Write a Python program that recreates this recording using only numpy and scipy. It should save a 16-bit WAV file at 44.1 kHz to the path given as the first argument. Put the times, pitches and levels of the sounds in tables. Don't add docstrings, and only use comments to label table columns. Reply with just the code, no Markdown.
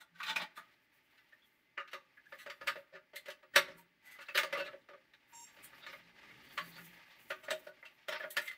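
import sys
import numpy as np
from scipy import signal
from scipy.fft import rfft, irfft, next_fast_len
from scipy.io import wavfile
from scipy.ndimage import uniform_filter1d, map_coordinates

SR = 44100
rng = np.random.default_rng(int(sys.argv[2]) if len(sys.argv) > 2 else 0)


def master_out(mix):
    frames = np.transpose(np.atleast_2d(mix))
    ceiling = np.clip(frames, -1, 1)
    pcm = np.round(ceiling * 32767).astype(np.int16)
    wavfile.write(sys.argv[1], SR, pcm)


N = 377937
TIME = np.arange(N) / SR
LIFT_OFF_S, SECOND_BOX_S = 1.0, 6.5

# frequency_hz, relative_db
RUSTLE_SPECTRUM = [(400, -26.5), (590, -4), (740, -14), (880, -2.5), (1030, -16), (1170, -4), (1330, -10),
                   (1750, -1), (2100, -1.5), (2700, -6), (4000, -14), (4700, -14), (6000, -22.5),
                   (9000, -35)]
SHUFFLE_SPECTRUM = [(25, -17.5), (62, -2.5), (95, -15), (118, 1.5), (145, -2), (200, -2), (260, 0.5),
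                    (380, -1), (600, -19.5), (900, -29)]
HISS_SPECTRUM = [(3000, -31.5), (6000, -7), (9000, -7.5), (12000, -1.5), (15000, 2)]


def amp(db):
    return 10 ** (np.asarray(db) / 20)


def unit(x):
    return x / np.sqrt(np.mean(x ** 2) + 1e-20)


def along(points, hz):
    f, values = np.transpose(points)
    return np.interp(np.log(hz + 1), np.log(f + 1), values)


def wobble(knots_per_s):
    return map_coordinates(rng.standard_normal(int(N * knots_per_s / SR) + 4), [TIME * knots_per_s])


def filtered(x, response):
    size = next_fast_len(len(x) + SR // 4)
    return irfft(rfft(x, size) * response(np.fft.rfftfreq(size, 1 / SR)), size)[:len(x)]


def causal(gain):
    cepstrum = irfft(np.log(np.maximum(gain, 1e-6)))
    half = len(cepstrum) // 2
    cepstrum[1:half] *= 2
    cepstrum[half + 1:] = 0
    return np.exp(rfft(cepstrum))


def resonance(f, hz, width_hz):
    return 1j * f * width_hz / (hz * hz - f * f + 1j * f * width_hz)


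def noise(spectrum):
    return unit(filtered(rng.standard_normal(N), lambda f: amp(along(spectrum, f))))


def narrow_noise(hz, width_hz):
    return filtered(rng.standard_normal(N), lambda f: resonance(f, hz, width_hz) ** 2)


def add(track, start_s, sound):
    part = track[max(round(start_s * SR), 0):][:len(sound)]
    part += sound[:len(part)]


def envelopes(movements, swell_s=0.07, settle_s=0.077):
    power = 0
    for start_s, length_s, *levels_db in movements:
        swell = np.sin(np.pi / 2 * np.clip((TIME - start_s) / swell_s, 0, 1)) ** 2
        settle = np.exp(-np.clip((TIME - start_s - length_s) / settle_s, 0, 20))
        power = power + np.outer(amp(levels_db), swell * settle) ** 2
    return np.sqrt(power)


def reverberation(niche_t60_s, build_s, room_db=-23):
    # frequency_hz, t60_s
    room_decay = [(120, 0.96), (500, 0.44), (1500, 0.45), (4000, 0.36), (12000, .22)]
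    t = np.arange(SR // 2) / SR
    niche = rng.standard_normal(len(t)) * amp(-60 * t / niche_t60_s)
    hz, age_s, bands = signal.stft(rng.standard_normal(len(t)), SR, nperseg=256)
    decay = amp(-60 * age_s / along(room_decay, hz)[:, None])
    room = signal.istft(bands * decay, SR, nperseg=256)[1][:len(t)]
    build_up = 1 - np.exp(-t / max(build_s, 1 / SR))
    spectrum = rfft((niche + amp(room_db) * room) * build_up)
    power = uniform_filter1d(uniform_filter1d(abs(spectrum) ** 2, size=70), size=70)
    tail = irfft(spectrum / causal(np.sqrt(abs(power))))
    return tail / np.linalg.norm(tail)


def room_tone(whine_db=-85.5, midrange_db=-76.5, rumble_db=-83.5, hiss_db=-90):
    whine = amp(whine_db) * unit(narrow_noise(hz=2051, width_hz=60))
    midrange = amp(midrange_db) * noise(RUSTLE_SPECTRUM)
    rumble = amp(rumble_db) * noise(SHUFFLE_SPECTRUM)
    hiss = amp(hiss_db) * noise(HISS_SPECTRUM)
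    return whine + midrange + rumble + hiss


def hollow_note():
    # start_s, length_s, level_db
    swells = [(.09, 0.086, -70), (3.68, 0.093, -70), (5.72, 0.39, -77), (6.57, 0.31, -63)]
    analytic = signal.hilbert(narrow_noise(hz=172, width_hz=11))
    note = np.real(analytic) / np.sqrt(abs(analytic) + 1e-12)
    return envelopes(swells)[0] * unit(note)


def scuffs(count=260, spread_db=4, centre_hz=2300, width_hz=1100, t60_s=0.16, rise_s=0.0039):
    track, t = np.zeros(N), np.arange(SR // 8) / SR
    starts_s = rng.uniform(0, N / SR, count)
    centres_hz = centre_hz * np.exp(0.3 * rng.standard_normal(count))
    levels_db = spread_db * rng.uniform(-0.75, 1, count)
    for start_s, hz, level_db in zip(starts_s, centres_hz, levels_db):
        burst = rng.standard_normal(len(t)) * amp(-60 * t / t60_s) * (1 - np.exp(-t / rise_s))
        tick = filtered(burst, lambda f: resonance(f, hz, width_hz) ** 2)
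        add(track, start_s, amp(level_db) * tick)
    return unit(track)


def sleeves(grain_db=2.0, rub_db=2.56, flicker_db=2.5, patchy_db=3.5):
    # start_s, length_s, rustle_db, shuffle_db, hiss_db
    movements = [(.15, 0.24, -59, -82, -71), (.52, .2, -71, -87, -79.5), (.88, 0.48, -76, -95, -83),
                 (1.42, 0.058, -80, -84, -70), (1.83, 0.39, -76, -88, -89),
                 (2.25, 0.28, -69.5, -78.5, -71.5), (2.58, 0.14, -64, -69, -71),
                 (3.12, 0.24, -73, -86, -91), (3.5, 0.2, -65.5, -66.5, -85.5), (4.0, 0.63, -63.5, -81, -78),
                 (4.33, 0.42, -69, -71.5, -101), (4.85, 0.416, -76, -87, -95.5),
                 (5.26, 0.31, -67.5, -78.5, -73), (5.53, 0.41, -64, -73, -75), (5.92, 0.31, -65, -76, -111),
                 (6.19, 0.69, -60.5, -70, -80), (6.39, 0.49, -67.5, -74, -65.5),
                 (6.88, 0.31, -64, -81, -76), (7.14, 0.51, -66.5, -75.5, -70), (7.7, 0.33, -70, -84, -84),
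                 (8.06, 0.46, -66.5, -82, -67.5)]
    rustle_gain, shuffle_gain, hiss_gain = envelopes(movements)
    shuffle = amp(1.5 * wobble(34)) * noise(SHUFFLE_SPECTRUM)
    folds = amp(grain_db * wobble(120) + rub_db * wobble(22)) * noise(RUSTLE_SPECTRUM)
    reflections = signal.fftconvolve(folds, reverberation(niche_t60_s=0.065, build_s=0.0026))[:N]
    hiss = amp(flicker_db * wobble(55) + patchy_db * wobble(19)) * noise(HISS_SPECTRUM)
    rustle = unit(folds + 0.36 * reflections) + 0.41 * scuffs()
    return rustle_gain * rustle + shuffle_gain * shuffle + hiss_gain * hiss


def tub_squeak(start_s=5.322, end_s=5.447, pitch_hz=930, ramp_s=0.012, jitter=0.013):
    # harmonic_number, level_db
    partials = [(1, -60.5), (3, -74), (4, -72), (5, -80), (6, -64.5), (7, -64), (8, -58), (9, -75),
                (10, -74.5), (11, -75), (12, -76), (13, -81), (14, -78), (16, -77)]
    slip_hz = pitch_hz * (1 + jitter * wobble(400))
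    phase = 2 * np.pi * np.cumsum(slip_hz) / SR
    pull = np.clip((TIME - start_s) / ramp_s, 0, 1) * np.clip((end_s - TIME) / ramp_s, 0, 1)
    fundamental, *overtones = [np.sqrt(2) * pull * amp(db) * np.sin(k * phase) for k, db in partials]
    shrill = sum(overtones)
    reflections = signal.fftconvolve(shrill, reverberation(niche_t60_s=0.24, build_s=0.004))[:N]
    return fundamental + 0.13 * shrill + 0.97 * reflections


def touch_colour(f, depth_db=3.5, spacing_hz=420, full_above_hz=2400):
    ripple = map_coordinates(rng.standard_normal(128), [f / spacing_hz], mode="mirror")
    return amp(depth_db * ripple * np.clip(f / full_above_hz, 0, 1) ** 2)


def box_modes(f, start_s, spread_db=2.0, detune=0.0064):
    # pitch_hz, width_hz, gain_db
    on_counter = [(175, 16, -1), (272, 14, -13), (360, 25, -9.5), (616, 81, -9.5), (663, 10, -2),
                  (880, 25, 5), (963, 27, -4.5), (1169, 91, 3.5), (1493, 135, 1.5), (1890, 100, 3),
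                  (2180, 86, -5), (2310, 83, -1), (2860, 770, -7.5), (3570, 190, -3.5), (3960, 180, -5.5)]
    on_shelf = [(170, 14, -14.5), (269, 12, -18.5), (308, 6, -17), (714, 4.7, -18), (879, 15, -8.5),
                (935, 37, -5), (1136, 22, -1), (1230, 38, 1.5), (1340, 34, -4.5), (1424, 40, 1.5),
                (1511, 35, 0.5), (1567, 17, -3), (1720, 45, 2.5), (1802, 69, -4), (1876, 92, -1.5),
                (1998, 39, 0.5), (2140, 160, -4.5), (2320, 120, -7.5), (2440, 70, -5.5), (2410, 35, -6.5),
                (2663, 27, -1), (2788, 60, -5.5), (3037, 110, -7), (3120, 13, -7.5), (3470, 77, -11),
                (3710, 19, -8.5), (3890, 27, -7), (4360, 230, -13.5)]
    first_box = [(374.7, 16, -5.5), (534, 16, -5), (559.4, 22, 2), (610.6, 15, -1)]
    second_box = [(373, 7.5, -4), (562, 31, -2.5), (593, 23, -1), (622, 16.3, 4), (620, 17.4, -9),
                  (1407, 40, 1), (1863, 58, -1), (3180, 78, -3.5)]
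    box = first_box if start_s < SECOND_BOX_S else second_box
    modes = on_counter if start_s < LIFT_OFF_S else on_shelf + box
    peaks = []
    for hz, width_hz, gain_db in modes:
        gain_shift, pitch_shift = rng.standard_normal(2)
        mode = resonance(f, hz * (1 + detune * pitch_shift), width_hz)
        peaks.append(amp(gain_db + spread_db * gain_shift) * abs(mode))
    return np.linalg.norm(peaks, 3, axis=0)


def box_response(f, start_s, knock_db, clack_db, tick_db, wall_hz, wall_db, wall_q=20):
    # frequency_hz, gain_db
    crack_spectrum = [(100, -32), (300, -29.5), (750, -46.5), (1300, -20), (3500, -9.5), (6000, -21),
                      (10000, -28.5), (15500, -26)]
    modes = box_modes(f, start_s)
    crack = amp(along(crack_spectrum, f)) * touch_colour(f)
    wall = 1 + amp(wall_db) * abs(resonance(f, wall_hz, wall_hz / wall_q)) ** 2
    tilt = [(90, knock_db - 13), (250, 0.67 * knock_db), (550, knock_db), (650, knock_db),
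            (1100, 0.2 * min(knock_db, 0)), (2300, 0.0014),
            (3400, clack_db), (5000, clack_db), (8500, tick_db)]
    return causal(np.hypot(modes, crack) * wall * amp(along(tilt, f)))


def box_slides(slips_per_s=1000, catch_db=4.5):
    # start_s, length_s, level_db, knock_db, tick_db, wall_hz, wall_db
    strokes = [(0.0, 0.017, -51.5, -1, 8.5, 1403, 7.5), (0.132, .098, -53, -15.5, -3.5, 1520, 18.5),
               (0.248, 0.085, -36.5, -4, -6.5, 1420, 1), (.371, 0.07, -42, 2, -19, 827, 6),
               (0.541, 0.061, -52.5, -22, 8.5, 1725, 20), (1.168, 0.019, -60, -20, -7, 1970, 17),
               (1.411, 0.037, -68, -12, -3, 3360, 25), (1.904, .025, -56, -8, 0, 2900, 12),
               (2.372, 0.073, -53, -20, 7.5, 1970, 11), (2.917, 0.042, -51.5, 24, -13, 1750, 14),
               (3.141, .025, -44, -14.5, 11, 2065, 28.5), (3.531, .026, -44.5, 0, -3.5, 1860, 11),
               (3.764, 0.05, -59.5, -5.5, 18.5, 945, 23), (4.018, .16, -56, -29.5, 13.5, 2030, 14.5),
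               (4.181, 0.055, -51, -11, 0, 1720, 11), (4.342, 0.035, -31, -1.5, -2, 1610, -1),
               (4.518, 0.12, -40.5, 13.5, -9.5, 2720, 12), (4.636, .046, -46, 13, -5, 2800, 7),
               (4.923, 0.03, -56, 32, -14, 1240, 7.5), (5.617, 0.054, -51, -2, 22.5, 2060, -16),
               (5.799, 0.067, -54.5, 2, -26, 3640, 12), (5.845, 0.11, -55.5, 0, -5, 1460, -18),
               (6.299, 0.81, -63, -2, 1, 4580, 17), (7.283, 0.019, -59, -5, 22, 2000, -6),
               (7.422, 0.032, -51.5, 6, 4.5, 7540, 8), (8.082, 0.096, -42, -1, -21, 1860, -8),
               (8.199, 0.058, -49.5, -3, -24, 1650, 8), (8.395, 0.081, -50, -28, 11.5, 2100, 15)]
    track, t = np.zeros(N), np.arange(SR // 2) / SR
    catching = amp(catch_db * wobble(70))
    for start_s, length_s, level_db, knock_db, tick_db, wall_hz, wall_db in strokes:
        stroke = np.sin(np.pi * np.clip(t / length_s, 0, 1))
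        slips = (rng.random(len(t)) < slips_per_s / SR) * rng.choice([-1, 1], len(t))
        force = slips * stroke * np.roll(catching, -round(start_s * SR))[:len(t)]
        rub = signal.fftconvolve(force, reverberation(niche_t60_s=0.1, build_s=0.0016))[:len(t)]
        scrape = filtered(rub, lambda f: box_response(f, start_s, knock_db, 0, tick_db, wall_hz, wall_db))
        add(track, start_s, amp(level_db) * unit(scrape) * np.sqrt(np.mean(stroke ** 2)))
    return track


def box_impacts(graze_db=-19, graze_s=0.005, t60_s=0.12, light_db=-28, stiffening=0.074, crest_db=13.5):
    # start_s, nominal_peak_db, knock_db, hardness_db, wall_hz, wall_db
    impacts = [(.202, -31, -14, -18, 1440, 0), (.23, -29.5, -18, -5, 2510, 12.5),
               (.359, -20, 2.5, 0.5, 2420, 16), (.416, -31.5, 10, 0, 1830, 8),
               (.574, -35, 4.5, -27, 1248, 17.5), (1.322, -47, 3.5, -10, 1820, 21),
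               (1.7758, -27, -4.5, -26.5, 2850, 9), (1.799, -34.5, -2, -20, 1224, 9),
               (1.876, -44.5, -14, -9, 1690, -7), (1.931, -31.5, 5.5, -6.5, 1190, 5),
               (2.17, -46.5, -24, -33, 1668, 22), (2.255, -49, -18, 2, 1630, 27),
               (2.322, -36, 8, -16, 1753, 8), (2.461, -34.5, 10, -10, 1600, 3),
               (2.498, -33.5, -11, -7, 1850, -14), (2.611, -35.5, 9.5, -11, 1700, 3),
               (2.671, -23, 0, 1.5, 2180, 11), (2.677, -22, -20, -6, 1580, 10.5),
               (2.756, -35.5, 13, -12, 2050, -7), (2.952, -41, 3, -13.5, 1770, -17),
               (3.133, -43, 19, -12, 2000, 1), (3.158, -35, -26, 16, 2090, 12),
               (3.257, -40.5, 6, 4, 2030, 12), (3.281, -32, 14.5, 0, 1640, 14),
               (3.301, -37.5, -10, 6, 1940, 3), (3.428, -48, 10.5, -13, 1247, 4),
               (3.559, -8, 1.5, 2, 1620, 6), (3.681, -39, 18, -5.5, 1786, 12),
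               (4.187, -40, 1.5, -17, 2060, 2.5), (4.284, -32.5, -0.5, -11, 2620, 16),
               (4.351, -28.5, 4.5, -4, 1520, 5), (4.374, -16.5, -15, 3, 1640, 9),
               (4.379, -19, 3.5, -1.5, 2140, 12), (4.431, -25, 9, 1, 1197, 9),
               (4.526, -23, 9, -6, 2030, -1), (4.549, -29.5, 3, -17, 1170, 13),
               (4.574, -31, 26, 5, 1444, 2), (4.595, -26.5, 18, -3, 1486, 17.5),
               (4.674, -37.5, 3, -17.5, 1330, 12), (4.729, -37, 16.5, -24, 1950, -6),
               (4.887, -43, 13, -13.5, 1210, 3), (4.932, -43, 11.5, -21, 1182, 15.5),
               (5.135, -49.5, -10, -7, 1755, 2), (5.566, -51, 10, 0, 1870, 0),
               (5.727, -45.5, -1, -22, 1242, 5), (5.864, -35, -4, -6, 2240, 0),
               (5.929, -37.5, 0, -18, 2090, 6), (6.301, -45.5, -3, -26, 2210, 15),
               (6.576, -23.5, -5.5, -8, 1079, 23), (6.78, -41.5, -3, -26, 1454, 7),
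               (7.303, -25.5, 6.5, -5.5, 1520, 5), (7.481, -29.5, 11, -16, 1850, 4),
               (7.505, -21.5, 10, 1.5, 7750, 13.5), (7.667, -36, 19, -4, 1478, 14),
               (7.826, -41.5, 7.5, -27, 2060, 16), (7.852, -40, -33, -3.5, 2710, 12.5),
               (8.083, -25.5, 8, 0.5, 2060, 4), (8.123, -29, 7.5, -6, 1690, -9),
               (8.197, -30.5, 6, -16, 1720, 14), (8.237, -29.5, 12, -40, 1610, 5),
               (8.304, -34, -22, 36, 1870, 18), (8.367, -18.5, 0, 3.5, 1830, 6),
               (8.475, -29.5, -32, 9, 2066, 26.5), (8.511, -38, -18, -2, 1840, 8)]
    track = np.zeros(N)
    for start_s, peak_db, knock_db, hardness_db, wall_hz, wall_db in impacts:
        build_s = 0.0017 * amp(-stiffening * max(peak_db - light_db, 0))
        landing = reverberation(t60_s, build_s)
        graze = amp(graze_db) * reverberation(t60_s, build_s)
        blow = graze + np.pad(landing, (round(graze_s * SR), 0))[:len(landing)]
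        clack_db = 0.52 * hardness_db
        ring = filtered(
            blow, lambda f: box_response(f, start_s, knock_db, clack_db, hardness_db, wall_hz, wall_db))
        onset_rms = np.std(ring[:SR // 40])
        add(track, start_s - graze_s, amp(peak_db - crest_db) * ring / onset_rms)
    return track


def scene():
    return (box_impacts() + box_slides() + tub_squeak() + sleeves() + hollow_note() + room_tone())[None]


def record(dry):
    cutoff_hz = 15650
    return np.array([filtered(channel, lambda f: f < cutoff_hz) for channel in dry])


dry = scene()
out = record(dry)
master_out(out)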